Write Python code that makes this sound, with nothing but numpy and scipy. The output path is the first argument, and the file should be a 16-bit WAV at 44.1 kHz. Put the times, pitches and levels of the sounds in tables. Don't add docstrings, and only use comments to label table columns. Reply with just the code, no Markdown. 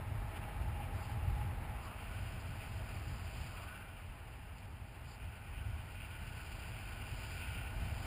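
import sys
import numpy as np
from scipy import signal
from scipy.fft import rfft, irfft
from scipy.io import wavfile
from scipy.ndimage import uniform_filter1d

SR = 44100
rng = np.random.default_rng(int(sys.argv[2]) if len(sys.argv) > 2 else 0)


def dump(signal):
    limited = np.clip(np.atleast_2d(signal).T, -1, 1)
    pcm = np.round(limited * 32767).astype(np.int16)
    wavfile.write(sys.argv[1], SR, pcm)


N = 355438
TIME_S = np.arange(N) / SR
FREQS_HZ = np.maximum(np.fft.rfftfreq(N, 1 / SR), 1)


def undb(db):
    return 10 ** (np.asarray(db) / 20)


def curve(table):
    return np.interp(TIME_S, *np.transpose(table))


def swells(table):
    return sum(db * np.cos(np.pi * np.clip((TIME_S - centre_s) / length_s, -.5, .5)) ** 2
               for centre_s, length_s, db in table)


def ramp(centre_s, length_s):
    return np.clip((TIME_S - centre_s) / length_s + .5, 0, 1)


def colour(points):
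    hz, db = np.transpose(points)
    return undb(np.interp(np.log(FREQS_HZ), np.log(hz), db))


def resonance(hz, width_hz):
    return 1 / (1 + 2 * ((FREQS_HZ - hz) / width_hz) ** 2)


def noise(spectrum):
    x = irfft(rfft(rng.standard_normal(N)) * spectrum, N)
    return x / x.std()


def flutter(rate_hz, depth_db):
    return undb(depth_db * noise(resonance(0, rate_hz)))


def steady(x, span_s):
    size = max(int(span_s * SR), 2)
    power = uniform_filter1d(uniform_filter1d(x ** 2, size), size)
    return x / np.sqrt(power)


def vortex_tone(hz, width_hz):
    phase = 2 * np.pi * np.cumsum(hz * np.ones(N)) / SR
    spread = resonance(0, width_hz)
    return steady(noise(spread) * np.cos(phase) + noise(spread) * np.sin(phase), span_s=0.059)


# (time [s], relative level [dB])
STREAM_LEVELS = [(0.0, -58), (0.8, -57.5), (1.4, -57), (2.2, -59.5), (3.0, -59), (3.7, -61.5), (4.1, -63),
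                 (4.8, -64), (5.7, -62.5), (6.3, -61), (7.6, -59), (8.06, -56.5)]
# (frequency [Hz], relative level [dB])
BUFFET_SPECTRUM = [(12, -39), (28, -19.5), (43, -1), (60, -3), (90, -1), (110, -3.5), (128, -11),
                   (150, -16.5), (200, -26.5), (300, -37), (600, -55)]
# (centre [s], length [s], change [dB])
BUFFET_GUSTS = [(0.12, 0.8, 1.5), (0.66, 0.37, 5), (0.95, 0.1, 6), (1.13, 0.07, 4), (1.33, 0.51, 7.5),
                (1.88, .35, -5), (2.2, .2, 6), (2.76, 0.11, 5.5), (3.08, .5, 3), (3.82, 0.67, -4.5),
                (5.14, 0.2, -3.5), (5.26, 0.17, 7), (5.7, 0.8, 5), (7.84, .42, 5)]


def buffeting():
    stream_db = curve(STREAM_LEVELS)
    level_db = -46 + 1.15 * (stream_db - stream_db.mean()) + swells(BUFFET_GUSTS)
    eddies = steady(noise(colour(BUFFET_SPECTRUM)), span_s=0.042)
    return eddies * undb(level_db) * flutter(rate_hz=15.7, depth_db=2)


# (frequency [Hz], relative level [dB])
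RUSH_SPECTRUM = [(100, 5), (230, 5.5), (340, -0.5), (500, -2.5), (800, -4), (1150, -5), (1750, -4),
                 (2300, -6), (2800, -20), (3500, -17), (5000, -25)]
# (frequency [Hz], width [Hz], peak on the rush spectrum's scale [dB])
HOLLOW_MODES = [(663, 79, 2.5), (798, 68, 4.5), (894, 44, 3), (1028, 150, -2.5), (1290, 130, -2.5)]


def rush():
    stream_db = curve(STREAM_LEVELS)
    spectrum = colour(RUSH_SPECTRUM)
    modes = np.sqrt(sum((undb(db) * resonance(hz, width_hz)) ** 2 for hz, width_hz, db in HOLLOW_MODES))
    ring_share = np.linalg.norm(modes) / np.linalg.norm(spectrum)
    ring_gain = ring_share * undb(-0.01 * (stream_db - stream_db.mean()))
    ring = ring_gain * steady(noise(modes), span_s=0.041)
    eddies = steady(noise(spectrum), span_s=0.047)
    return (eddies + ring) * undb(stream_db + 5.5) * flutter(rate_hz=38, depth_db=0.83)


# (centre [s], length [s], rise [dB])
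WHISTLE_SWELLS = [(0.8, 0.16, 7), (1.4, 0.17, 7), (1.72, .12, 5.5)]


def whistle():
    tone = vortex_tone(hz=828.5, width_hz=34) * flutter(rate_hz=6.6, depth_db=0.94)
    level_db = curve(STREAM_LEVELS) + swells(WHISTLE_SWELLS) - 0.9
    fade_out = 1 - ramp(centre_s=1.76, length_s=0.043)
    return tone * undb(level_db) * fade_out


# (time [s], relative level [dB])
CORD_LEVELS = [(0.0, -64), (1.05, -60), (1.55, -63), (2.1, -56.5), (2.45, -58.5), (3.2, -58.5), (3.65, -58),
               (4.15, -63.5), (4.85, -65), (5.55, -60), (5.8, -60.5), (6.35, -56.3), (7.1, -56),
               (7.58, -52), (7.75, -56), (8.06, -54.5)]
# (frequency [Hz], relative level [dB])
THIN_CORD_SPECTRUM = [(1200, -28), (1900, -7), (2200, -4.5), (2400, 2.5), (2580, 0.5), (2780, 1.5),
                      (2950, -2.5), (3150, -4.5), (3450, -16), (4200, -22.5)]
# (centre [s], length [s], rise [dB])
THIN_CORD_RUSTLES = [(0.365, 0.066, 11.5), (0.435, 0.046, 8.5), (0.83, 0.075, 6), (5.57, .12, 3.5),
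                     (6.02, .16, 4.5)]


def thin_cords():
    level_db = curve(CORD_LEVELS) + swells(THIN_CORD_RUSTLES) + 0.66
    return noise(colour(THIN_CORD_SPECTRUM)) * undb(level_db) * flutter(rate_hz=25, depth_db=0.85)


# (time [s], relative level [dB])
HISS_LEVELS = [(0.0, -81.5), (1.05, -78.5), (1.6, -82), (2.2, -69.5), (3.0, -68), (3.48, -66), (3.95, -79),
               (4.9, -77.5), (5.5, -77.5), (6.2, -73.5), (6.48, -66.5), (7.05, -69), (7.25, -61.5),
               (7.62, -71), (8.06, -64)]
# (frequency [Hz], relative level [dB])
HISS_SPECTRUM = [(2500, -11.5), (3300, -1), (3900, -4), (4400, 1.5), (4830, 6.5), (5100, 2.5),
                 (5400, -10.5), (5800, -25)]
# (centre [s], length [s], rise [dB])
HISS_SPURTS = [(0.365, 0.064, 9), (1.04, 0.28, 12.5), (1.85, 0.13, 9), (4.59, 0.088, 7), (5.11, 0.19, 10)]


def edge_hiss():
    level_db = curve(HISS_LEVELS) + swells(HISS_SPURTS) + 2.5
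    hiss = noise(colour(HISS_SPECTRUM)) * undb(level_db)
    return hiss * flutter(rate_hz=200, depth_db=0.85) * flutter(rate_hz=12, depth_db=0.65)


# (centre [s], length [s], start pitch [Hz], end pitch [Hz], level [dB])
SWISH_EVENTS = [(0.366, 0.059, 1370, 1486, -57), (1.005, 0.1, 1270, 1307, -57),
                (1.861, 0.283, 1023, 1154, -55.5), (3.619, 0.37, 1052, 1236, -57.5)]


def swishes():
    out = np.zeros(N)
    for centre_s, length_s, start_hz, end_hz, level_db in SWISH_EVENTS:
        progress = ramp(centre_s, length_s)
        tone = vortex_tone(start_hz + (end_hz - start_hz) * progress, width_hz=390)
        out += tone * np.sin(np.pi * progress) * undb(level_db)
    return out


# (centre [s], length [s], change [dB])
THICK_CORD_SWELLS = [(2.1, .4, 0), (3.25, 1, -5), (3.8, 0.54, 4), (6.1, 0.7, 1.5)]


def thick_cords():
    tone = vortex_tone(hz=1468, width_hz=105) * flutter(rate_hz=3.8, depth_db=1.74)
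    level_db = curve(CORD_LEVELS) + swells(THICK_CORD_SWELLS) - 5
    return tone * undb(level_db) * ramp(centre_s=1.8, length_s=0.2)


def scene():
    shiver = flutter(rate_hz=40, depth_db=0.82)
    wind = buffeting() + rush() + whistle() + swishes()
    cords_and_edges = thin_cords() + thick_cords() + edge_hiss()
    return (wind + shiver * cords_and_edges)[None]


def record(dry):
    band_hz, store_hz, top_hz = 5400, 12000, 15000
    hold_samples = 4
    narrow = signal.sosfilt(signal.ellip(10, .1, 70, band_hz, fs=SR, output="sos"), dry)
    stored = signal.resample_poly(narrow, store_hz, SR, axis=1)
    held = np.repeat(stored, hold_samples, axis=1)
    mirrored = signal.resample_poly(held, SR, store_hz * hold_samples, axis=1)[:, :N]
    return signal.sosfilt(signal.ellip(12, .1, 80, top_hz, fs=SR, output="sos"), mirrored)


dry = scene()
out = record(dry)
dump(out)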